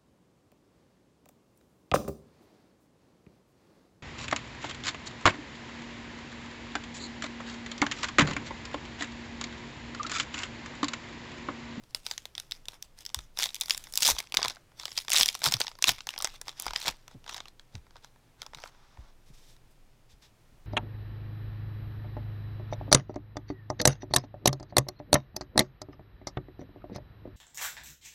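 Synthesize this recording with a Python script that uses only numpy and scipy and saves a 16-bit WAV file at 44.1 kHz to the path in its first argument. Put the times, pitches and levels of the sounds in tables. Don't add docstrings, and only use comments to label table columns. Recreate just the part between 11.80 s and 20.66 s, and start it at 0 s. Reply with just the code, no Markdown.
import sys
import numpy as np
from scipy import signal
from scipy.fft import rfft, irfft, next_fast_len
from scipy.io import wavfile
from scipy.ndimage import uniform_filter1d, map_coordinates

SR = 44100
rng = np.random.default_rng(int(sys.argv[2]) if len(sys.argv) > 2 else 0)


def file_out(sig):
    cols = np.atleast_2d(sig).T
    lim = np.clip(cols, -1, 1)
    pcm = np.round(lim * 32767).astype(np.int16)
    wavfile.write(sys.argv[1], SR, pcm)


N = 390726

# start_s [s], level_db [dB], pitch_hz [Hz], body_db [dB beside level_db], fizz_db [dB beside level_db]
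CREASES = [(0.037, -41, 4800, -15, -18), (0.1079, -50, 3290, -13, -10), (0.1474, -10, 3600, -24, -17),
           (0.265, -16.5, 3890, -24, -15), (0.3119, -15, 4930, -23.5, -22),
           (0.3786, -17.5, 6400, -29.5, -19.5), (0.4545, -23, 3730, -18, -19),
           (0.5516, -22, 3480, -27, -25), (0.5795, -14.5, 3600, -27, -24), (0.599, -20, 5770, -28, -14.5),
           (0.7112, -23, 3530, -37, -15), (0.72, -15, 3760, -31, -24), (0.8552, -31.5, 3530, -30, -19),
           (0.8839, -18.5, 3750, -22, -16), (0.9323, -41, 2070, -7, -25), (1.0251, -23, 6100, -51, -12),
           (1.188, -36, 5160, -20, -10), (1.207, -37, 5180, -33, -9), (1.2516, -27, 5000, -38, -13),
           (1.263, -20, 5280, -28, -20), (1.292, -34, 5210, -22, -20), (1.3002, -35, 3600, -16, -19),
           (1.345, -10.5, 3600, -21.5, -15), (1.3892, -19.5, 3740, -20, -21),
           (1.5731, -19.5, 3690, -20, -23), (1.5882, -13, 5510, -21, -13), (1.5982, -16, 3610, -14.5, -19),
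           (1.613, -19.5, 4570, -32, -30), (1.6244, -12, 3350, -38, -23), (1.6317, -9, 5630, -37, -18),
           (1.6394, -9, 3670, -28, -18), (1.657, -12, 3510, -26, -38), (1.6669, -23, 3390, -21, -28),
           (1.69, -26, 3760, -23, -31), (1.704, -32, 3720, -31, -25), (1.7448, -17.5, 6100, -49, -13),
           (1.7548, -25.5, 4700, -41, -8), (1.763, -22, 3270, -38, -20), (1.8003, -46, 3520, -14, 7.5),
           (1.8107, -11, 3570, -30, -8.5), (1.8166, -14.5, 3850, -26, -30), (1.8347, -23.5, 5050, -21, -19),
           (1.8582, -25, 4740, -28, -12), (1.8826, -28, 3400, -15, -9.5), (1.8969, -10, 5540, -24.5, -15),
           (1.9071, -2.5, 4750, -32.5, -24), (1.9367, -25, 5150, -28, -14), (1.947, -22, 5450, -18.5, -15),
           (1.977, -19.5, 7130, -50, -6), (2.0396, -30.5, 6390, -42, -10), (2.07, -34, 1970, -12.5, -30),
           (2.1242, -33, 5380, -40, -4), (2.1375, -24.5, 5340, -26, -6.5), (2.1556, -19.5, 5310, -41, -3),
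           (2.1745, -9.5, 4700, -31, -6.5), (2.2099, -26, 3520, -41, -17), (2.2221, -8.5, 5000, -37, -16.5),
           (2.2306, -9.5, 6690, -41, -14), (2.2413, -14, 5700, -44, -18.5),
           (2.2493, -7.5, 4960, -43, -21.5), (2.2554, -7, 5010, -37, -20.5), (2.2634, -11, 5100, -38, -17),
           (2.269, -8, 6010, -38, -14), (2.277, -9, 4650, -24, -12), (2.287, -12.5, 3530, -9, -18.5),
           (2.298, -11, 5440, -11, -20), (2.3077, -10.5, 4620, -17.5, -16.5),
           (2.3167, -16.5, 5130, -28, -17), (2.3496, -30, 5470, -15, -24), (2.3651, -27.5, 3290, -15, -28),
           (2.3854, -15.5, 3270, -29, -25), (2.3888, -13, 5020, -24, -16), (2.402, -19, 2190, -17, -13),
           (2.44, -41, 4270, -12, -19), (2.4713, -34, 2550, -35, -27.5), (2.5222, -20, 2560, -25, -17),
           (2.5419, -12.5, 4550, -9, -23), (2.547, -18, 2400, -25, -11.5), (2.5702, 1.5, 3700, -32, -25),
           (2.5806, -28.5, 4070, -14, -31), (2.591, -27.5, 4920, 2.5, -26.5), (2.608, -28, 4870, -10, -36),
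           (2.6175, -19.5, 3500, -6.5, -23), (2.6288, -7, 4740, -32, -34), (2.6428, -18, 3560, -15, -26),
           (2.6477, -14.5, 4870, -10, -21), (2.657, -15, 3560, -11, -24), (2.6818, -11.5, 5000, -40, -14),
           (2.6985, -21, 4170, -36, -22), (2.7056, -24.5, 3600, -12.5, -28), (2.768, -45.5, 4900, 3.5, -35),
           (2.9174, -50.5, 3080, -3, -23), (2.9978, -21, 5180, -24.5, -26), (3.011, -35, 3560, -13, -23),
           (3.033, -27.5, 4550, -12, -29), (3.0545, -13.5, 3430, -19, -19.5),
           (3.0802, -27.5, 1980, -15, -27), (3.1058, -34, 6640, -25, -19), (3.1175, -27, 5160, -18.5, -25),
           (3.128, -37, 4810, -31, -14), (3.1662, -29, 3420, -30, -18.5), (3.1761, -11, 4500, -27.5, -22.5),
           (3.1793, -13, 4990, -25, -20), (3.1874, -15.5, 5020, -42, -24), (3.2485, -39, 5080, -14, -10),
           (3.282, -19.5, 3480, -14.5, -20), (3.295, -22.5, 5640, -23, -10), (3.3023, -14, 5500, -21, -6),
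           (3.3128, -20, 4880, -28, -9.5), (3.3184, -2, 5290, -41, -26), (3.3258, -10, 3460, -33, -25.5),
           (3.3319, -7, 6480, -26, -11), (3.3373, -8, 5160, -40, -18), (3.3451, -13.5, 3920, -13.5, -20),
           (3.3574, -7, 5040, -40, -21.5), (3.3633, -1.5, 3950, -42, -24.5), (3.3697, -7, 3510, -30, -23.5),
           (3.3752, -9.5, 6460, -42, -10.5), (3.383, -6, 6700, -36, -16.5), (3.396, -10.5, 5370, -20, -14),
           (3.4014, -11, 5170, -30, -12), (3.4098, -1, 5230, -23, -30.5), (3.4188, -16, 4970, -38, -21.5),
           (3.4255, -14.5, 3460, -38, -11), (3.4314, -2, 3360, -52, -18.5),
           (3.4586, -6, 5700, -28.5, -15.5), (3.4815, -16, 4390, -35, -9.5), (3.4874, -4.5, 4890, -42, -26),
           (3.5124, -38, 3190, -17, -16), (3.528, -31, 4920, -33, -8), (3.5447, -21.5, 5830, -25, -23),
           (3.5508, -11.5, 5800, -21, -19), (3.5912, -41, 6200, -14, -1), (3.618, -20, 2160, -14, -23),
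           (3.635, -19.5, 5040, -14, -16), (3.6405, -9, 4310, -23.5, -11), (3.6506, -13.5, 4040, -11, -9),
           (3.6619, -10, 3350, -9, -12.5), (3.6686, -12, 5300, -24, -26), (3.6749, -17.5, 5330, -12, -22),
           (3.6857, -11, 4720, -22, -25), (3.712, -22.5, 5030, -22, -12), (3.722, -12, 5260, -18, -12.5),
           (3.739, -5.5, 5380, -31, -18), (3.742, -13.5, 5300, -17.5, -25), (3.802, -13, 4480, -26, -10),
           (3.806, -13.5, 3180, -12, -16), (3.8147, -7, 4600, -23, -31), (3.839, -27, 5420, -20, -23.5),
           (3.846, -33, 4600, -7, -17), (3.8681, -20.5, 5210, -23, -31), (3.8801, -18.5, 2860, -18.5, -32),
           (3.915, -35, 4860, -9, -28), (3.953, -35, 4700, -13, -32.5), (3.9878, -38, 4800, -5, -8.5),
           (4.0242, -10, 5850, -28, -12.5), (4.0411, -3, 2670, -19, -19), (4.0542, -23, 5160, -28, -13),
           (4.07, -17.5, 3930, -23, -21.5), (4.0829, -5.5, 3910, -22, -16), (4.0916, -4, 3110, -19, -13.5),
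           (4.0952, -13, 5260, -13, -21.5), (4.1045, -17.5, 5120, -35, -15.5),
           (4.1172, -20.5, 5050, -32, -11.5), (4.183, -30.5, 2220, -12, -24), (4.1884, -33, 2470, -16, -25),
           (4.2059, -24.5, 2780, -20, -40), (4.2697, -22, 6300, -11, -15), (4.2898, -12.5, 2830, -24, -22),
           (4.305, -25, 3010, -27, -27), (4.3385, -26.5, 2160, -20, -37.5), (4.3618, -27, 2380, -11, -34),
           (4.3784, -18.5, 5000, -17, -22), (4.3882, -26, 5060, -22, -6), (4.403, -23, 3690, -13, -29),
           (4.4113, -29, 4870, -14, -11), (4.4228, -21, 5410, -13, -8.5), (4.4454, -6.5, 5990, -17, -16),
           (4.4524, -14.5, 5240, -22, -26), (4.4722, -21.5, 1930, -14, -17), (4.5406, -43, 3870, -2, -11),
           (4.6139, -26, 5460, -12, -7.5), (4.6709, -38, 3460, -6, -16), (4.6817, -19, 5280, -18, -27),
           (4.6924, -19.5, 3240, -19.5, -24), (4.727, -38.5, 3500, -14, -28), (4.7985, -27.5, 4810, -18, 4),
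           (4.8219, -33.5, 4870, -14, 5), (4.8445, -32, 4760, -13, -15), (4.8563, -29.5, 3450, -10, -11),
           (4.8653, -16, 5010, -8, -16), (4.881, -18, 2160, -17, -42), (4.8862, -35, 3680, -6, -26),
           (4.9072, -20.5, 2110, -10.5, -23), (4.9342, -20.5, 4770, -13, -21),
           (4.9605, -11, 4940, -26, -30), (4.9823, -32, 3580, -19, -25.5), (5.0315, -31, 3640, -16, -27),
           (5.0504, -35, 3700, -1.5, -28.5), (5.0575, -22, 2180, -15, -27), (5.0709, -19, 3350, -16, -26),
           (5.0806, -9.5, 3570, -22, -18.5), (5.0866, -24, 3490, -5, -25), (5.109, -33, 3800, -5, -15),
           (5.2794, -32, 6010, -11.5, -16), (5.3129, -42, 3470, -7, -21), (5.442, -38.5, 2860, -12, -20.5),
           (5.4631, -29.5, 3380, -5.5, -27), (5.478, -26.5, 3490, -15, -31),
           (5.4944, -20.5, 2730, -20, -28), (5.51, -37, 3540, -12, -14), (5.5443, -22, 3780, -13, -20),
           (5.5643, -23.5, 3770, -14, -26), (5.5796, -23.5, 3250, -11, -30),
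           (5.6033, -21.5, 3610, -15.5, -34), (5.6557, -34.5, 2780, -11.5, -28),
           (5.6825, -35.5, 4120, -21, -17), (5.7956, -31.5, 3340, -24, -27.5),
           (5.9524, -26.5, 3820, -16, -30.5), (6.0668, -52.5, 1910, 1, -27),
           (6.1076, -44.5, 2150, -14, -34), (6.1569, -42, 1900, 3, -39), (6.166, -36.5, 3480, -8, -32),
           (6.2455, -34, 3360, -15, -18.5), (6.3594, -57, 2390, 2, -17), (6.6181, -22.5, 3330, -17.5, -20),
           (6.6286, -34.5, 3830, -8, -20), (6.664, -30, 5200, -10.5, -20), (6.734, -35.5, 1930, -5, -31),
           (6.747, -22.5, 3800, -20.5, -26), (6.773, -38, 2160, -16, -29), (6.785, -36.5, 2100, -4.5, -21),
           (6.8377, -23.5, 2080, -8.5, -29), (6.8578, -38, 2230, -0.5, -29), (6.9471, -54, 2430, -1, -24),
           (7.1724, -49.5, 2330, 3, -23), (7.765, -48, 3690, -16, -15)]
# pitch_hz [Hz], relative_level_db [dB per Hz]
FOIL_COLOUR = [(880, -49), (1500, -17.5), (1790, -10.5), (2270, -6), (3000, -5.5), (3530, 0.5),
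               (4410, -4.5), (5150, -2.5), (5720, -3.5), (8000, -17.5), (10400, -36), (17600, -120)]
# pitch_hz [Hz], relative_level_db [dB per Hz]
FIZZ_COLOUR = [(1500, -86.5), (5000, -14.5), (7500, -5.5), (11000, -7.5), (15500, -12.5), (16500, -35)]
# pitch_hz [Hz], relative_level_db [dB per Hz]
BODY_COLOUR = [(200, -18.5), (420, -11), (620, -7), (900, -1), (1500, -6.5), (2200, -16.5), (6000, -86.5)]

CONTROL_STEP = 64


def handling():
    # [dB, of the handling]
    grips = [(0.033, 0.033, -76), (0.103, 0.009, -65), (0.256, 0.073, -47.5), (.92, .03, -53.5),
             (1.04, 0.0072, -56), (1.185, 0.034, -51), (1.595, 0.061, -33.5), (1.748, 0.36, -56.5),
             (1.953, 0.087, -57), (2.154, 0.037, -43.5), (2.223, 0.082, -22), (2.383, 0.013, -41),
             (2.59, .05, -56), (2.653, 0.059, -44), (2.984, .15, -49.5), (3.176, 0.0057, -33.5),
             (3.34, 0.082, -23.5), (3.657, 0.01, -22), (3.719, .02, -37.5), (3.809, 0.0044, -34),
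             (4.032, 0.011, -40.5), (4.087, 0.0035, -18), (4.289, 0.055, -48.5), (4.438, 0.0094, -43),
             (4.547, 0.0095, -46.5), (4.671, 0.025, -47.5), (4.78, 0.12, -43), (4.956, 0.1, -39.5),
             (5.073, 0.0084, -23.5), (5.298, 0.034, -59), (5.483, 0.09, -46.5), (5.545, 0.052, -57),
             (5.668, 0.018, -58), (5.935, 0.033, -60.5), (6.162, .015, -63), (6.24, 0.0089, -52),
             (6.604, 0.033, -58), (6.756, 0.13, -54.5)]
    rise, fall = 760, 690
    settle_db, settle_fall = -33, 100
    after_db, after_fall = -34.5, 213

    start_s, hold_s, level_db = np.transpose(grips)
    settling = amp(settle_db) * stroke(start_s, hold_s, rise, settle_fall)
    grip = stroke(start_s, hold_s, rise, fall) + settling
    snap_s, snap_db = np.transpose(CREASES)[:2]
    after = stroke(snap_s, 0 * snap_s, 1e4, after_fall)
    grip_power = amp(2 * level_db) @ grip ** 2
    after_power = amp(2 * (snap_db + after_db)) @ after ** 2
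    return spread(10 * np.log10(grip_power + after_power + 1e-12))


def snaps(creases):
    start_s, level_db, pitch_hz, body_db, fizz_db = np.transpose(creases)
    t = np.arange(600) / SR
    draw = rng.standard_normal((len(start_s), len(t) + 1))
    life_scatter = np.exp(draw[:, :1] / 8)
    onset = 1 - np.exp(-t / 0.00078)

    def fade(t60_s):
        return amp(-60 * t / (t60_s * life_scatter)) * onset

    buckle = draw[:, 1:] / np.std(draw[:, 10:90], axis=1, keepdims=True)
    crack = 1 + 1.1 * amp(-60 * (t - .0005) ** 2 / 0.00029 ** 2)
    burst = buckle * crack * amp(level_db)[:, None]

    ring = np.sin(2 * np.pi * pitch_hz[:, None] * t)
    facet = amp(level_db + 2.0)[:, None] * fade(0.0057) * ring
    body_burst = burst * amp(body_db)[:, None] * fade(0.017)
    fizz_burst = burst * amp(fizz_db)[:, None] * fade(0.008)
    foil = amp(-4.0) * coloured(place(start_s, burst * fade(0.0077)), FOIL_COLOUR)
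    body = amp(2.5) * coloured(place(start_s, body_burst), BODY_COLOUR)
    fizz = amp(5.5) * coloured(place(start_s, fizz_burst), FIZZ_COLOUR)
    return place(start_s, facet) + foil + body + fizz


def lesser_creases(handling_db):
    per_second, over_handling_db, level_scatter_db = 110, 3.5, 5
    middle_hz, middle_body_db, middle_fizz_db, colour_scatter_db = 3780, -21, -15.5, 3.5

    count = int(per_second * N / SR)
    start_s = rng.random(count) * (N - 1) / SR
    draw = rng.standard_normal((count, 4))
    level_db = handling_db[(start_s * SR).astype(int)] + over_handling_db + level_scatter_db * draw[:, 0]
    pitch_hz = np.clip(middle_hz * np.exp(0.23 * draw[:, 1]), 1800, 7000)
    body_db = middle_body_db + colour_scatter_db * draw[:, 2]
    fizz_db = middle_fizz_db + colour_scatter_db * draw[:, 3]
    return np.transpose([start_s, level_db, pitch_hz, body_db, fizz_db])


def rustle(handling_db):
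    # time_s [s], fizz_db [dB], body_db [dB]
    turning = [(0, 1.5, -9), (.8, -4, -12), (.95, -2, -6.5), (1.3, -2.5, -11.5), (2.3, 2.5, -12),
               (2.6, -14, -6), (2.8, -9, -2), (3.2, 0, -14.5), (3.9, -4, -11.5), (5.1, -13.5, -7),
               (5.5, -14, -1.5), (7, -10.5, -2)]

    chance, size = rng.random((2, N))
    ticks = (chance < 500 / SR) * amp(-4 * np.log(size + 1e-9))
    swarm = signal.lfilter([1], [1, -np.exp(-1 / (SR * .0009))], ticks)
    grainy = np.clip((handling_db + 74.5) / 40, .05, .8)
    hiss = amp(2.5 * wobble(60))
    strength = np.sqrt(grainy) * unit(swarm) + np.sqrt(1 - grainy) * hiss
    drive = strength * rng.standard_normal(N)
    foil = patchy(amp(handling_db - 8.5) * drive, 3)
    fizz_db, body_db = curves(turning)
    fizz = amp(fizz_db - 4.0) * coloured(foil, FIZZ_COLOUR)
    body = amp(body_db) * coloured(foil, BODY_COLOUR)
    return coloured(foil, FOIL_COLOUR) + fizz + body


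def patchy(x, depth_db):
    z = signal.stft(x, nperseg=256)[2]
    field = uniform_filter1d(rng.standard_normal(z.shape), size=4, axis=0)
    field = uniform_filter1d(field, size=17, axis=1)
    return signal.istft(z * amp(depth_db * unit(field)), nperseg=256)[1][:N]


def rubs():
    # start_s [s], hold_s [s], level_db [dB], fizz_db [dB beside level_db]
    slides = [(6.92, 0.382, -71, -33.5), (7.463, 0.036, -69, -5), (7.538, .2, -66.5, -5),
              (7.91, 0.0069, -78, 5.5), (8.097, 0.051, -86.5, -12), (8.297, 0.03, -64.5, -9.5),
              (8.425, 0.031, -61.5, -11)]
    rise, fall = 1500, 510

    start_s, hold_s, level_db, fizz_db = np.transpose(slides)
    slide = stroke(start_s, hold_s, rise, fall)
    skin = amp(1.5 * wobble(60)) * rng.standard_normal(N)

    def layer(layer_db, colour):
        return coloured(skin * spread(amp(layer_db) @ slide), colour)

    body_db = level_db - 17 - .6 * fizz_db
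    return layer(level_db, FOIL_COLOUR) + layer(level_db + fizz_db, FIZZ_COLOUR) + layer(body_db, BODY_COLOUR)


def table():
    # start_s [s], level_db [dB], base_hz [Hz], knock_db [dB beside level_db]
    thuds = [(1.363, -33.5, 66, -20), (2.277, -39, 43, 0), (2.308, -35, 67.3, -10),
             (2.567, -42.5, 94, -0.5), (2.659, -43.5, 106.4, 1.5), (3.397, -44, 41.5, 0.5),
             (3.66, -27, 167.4, -3.5), (3.683, -29, 199, -6), (3.741, -32.5, 113, -2.5),
             (4.075, -39, 40.4, 7), (4.108, -47.5, 94.2, 6), (4.867, -37, 45.8, -10), (5.078, -41.5, 57, 4),
             (5.346, -43.5, 133.7, 7), (5.944, -31, 95, -8.5), (6.76, -45, 121.6, -2),
             (7.182, -35.5, 60.1, -10.5), (7.498, -48.5, 41.1, -2), (8.327, -48, 42.9, -14),
             (8.717, -52, 43, -0.5)]
    # pitch_hz [Hz], relative_level_db [dB per Hz]
    knock_colour = [(40, -19), (120, 2), (300, -11), (700, -28), (1500, -50), (4000, -100)]
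    # pitch_hz [Hz], relative_level_db [dB per Hz]
    sway_colour = [(8, -20), (15, -2), (20, 0), (27, -10), (38, -45), (70, -140)]
    rock_hz, rock_db, rock_t60_s = 19, -12.5, 1.7
    rock_slope_db = 8

    start_s, level_db, base_hz, knock_db = np.transpose(thuds)
    t = np.arange(SR * 2 // 3) / SR
    turns = base_hz[:, None] * (0.5 * t + .75 * .04 * (1 - np.exp(-t / 0.032)))
    t60_s = 15 / base_hz[:, None]
    onset = 1 - np.exp(-t / 0.013)
    blows = amp(level_db[:, None] - 60 * t / t60_s) * onset * np.sin(2 * np.pi * turns)
    uneven = uniform_filter1d(rng.standard_normal(blows.shape), size=400, axis=1)
    blows = blows * amp(3 * unit(uneven))

    soft = 1 - np.exp(-t / 0.004)
    knock_fade = amp((level_db + knock_db)[:, None] - 60 * t / 0.08)
    rough = knock_fade * soft * rng.standard_normal(blows.shape)

    push_db = level_db + rock_db - rock_slope_db * np.abs(np.log2(base_hz / 60))
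    ease = np.sin(np.pi * t / t[-1]) ** .3
    rocks = amp(push_db[:, None] - 60 * t / rock_t60_s) * ease * np.sin(2 * np.pi * rock_hz * t)
    sway = amp(-61 + 3.0 * wobble(3)) * noise(sway_colour)
    return place(start_s, blows + rocks) + coloured(place(start_s, rough), knock_colour) + sway


def room(x):
    # pitch_hz [Hz], t60_s [s]
    walls = [(300, 0.17), (2000, 0.18), (5000, 0.069), (14000, 0.13)]

    out, step = np.zeros(N + SR), SR // 4
    for a in range(0, N, step):
        hz, t, z = signal.stft(rng.standard_normal(SR // 3), SR, nperseg=256)
        fade = amp(-60 * t / along(walls, hz)[:, None])
        tail = signal.istft(z * fade, SR, nperseg=256)[1]
        wet = signal.fftconvolve(x[a:a + step], tail / np.linalg.norm(tail))
        out[a + 150:][:len(wet)] += wet
    return out[:N]


def background_air():
    # pitch_hz [Hz], relative_level_db [dB per Hz]
    air_colour = [(30, -30.5), (45, -9.5), (80, -21.5), (120, -13.5), (170, -23), (400, -27), (800, -30.5),
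                  (1400, -34.5), (2500, -37), (6000, -42), (15000, -49), (16500, -55)]
    drift = amp(wobble(3))
    return amp(-64) * drift * noise(air_colour)


def amp(db):
    return 10 ** (np.asarray(db) / 20)


def unit(x):
    return x / np.sqrt(np.mean(x ** 2) + 1e-20)


def along(points, hz):
    f, v = np.transpose(points)
    return np.interp(np.log(hz + 1), np.log(f + 1), v)


def curves(rows):
    time_s, *columns = np.transpose(rows)
    return [np.interp(np.arange(N) / SR, time_s, column) for column in columns]


def wobble(rate):
    return map_coordinates(rng.standard_normal(int(N * rate / SR) + 4), [np.arange(N) * rate / SR])


def noise(colour):
    m = next_fast_len(N)
    gain = amp(along(colour, np.fft.rfftfreq(m, 1 / SR)))
    return unit(irfft(rfft(rng.standard_normal(m)) * gain, m)[:N])


def coloured(x, colour):
    size = 2048
    gain = amp(along(colour, np.fft.rfftfreq(size, 1 / SR)))
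    c = irfft(np.log(gain + 1e-6), size)
    c[1:size // 2] *= 2
    c[size // 2 + 1:] = 0
    h = irfft(np.exp(rfft(c)), size)
    return signal.fftconvolve(x, h / np.linalg.norm(h))[:N]


def place(start_s, rows):
    at = np.round(start_s * SR).astype(int)[:, None] + np.arange(rows.shape[1])
    return np.bincount(at.ravel(), rows.ravel(), N + SR)[:N]


def stroke(start_s, hold_s, rise, fall):
    t = np.arange(0, N, CONTROL_STEP) / SR
    climb_db = rise * (t - start_s[:, None])
    drop_db = fall * ((start_s + hold_s)[:, None] - t)
    return amp(np.minimum(0, np.minimum(climb_db, drop_db)))


def spread(slow):
    return np.interp(np.arange(N), np.arange(len(slow)) * CONTROL_STEP, slow)


def scene():
    handling_db = handling()
    creases = np.vstack([CREASES, lesser_creases(handling_db)])
    foil = snaps(creases) + rustle(handling_db) + rubs()
    return (foil + amp(-19) * room(foil) + table() + background_air())[None]


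def record(dry):
    top_hz = 17000
    loud = dry / (1 + np.abs(dry / .9) ** 4) ** (1 / 4)
    m = next_fast_len(N)
    hz = np.fft.rfftfreq(m, 1 / SR)
    band = np.clip((top_hz - hz) / 900, 0, 1) ** 2
    return irfft(rfft(loud, m) * band, m)[:, :N]


dry = scene()
out = record(dry)
file_out(out)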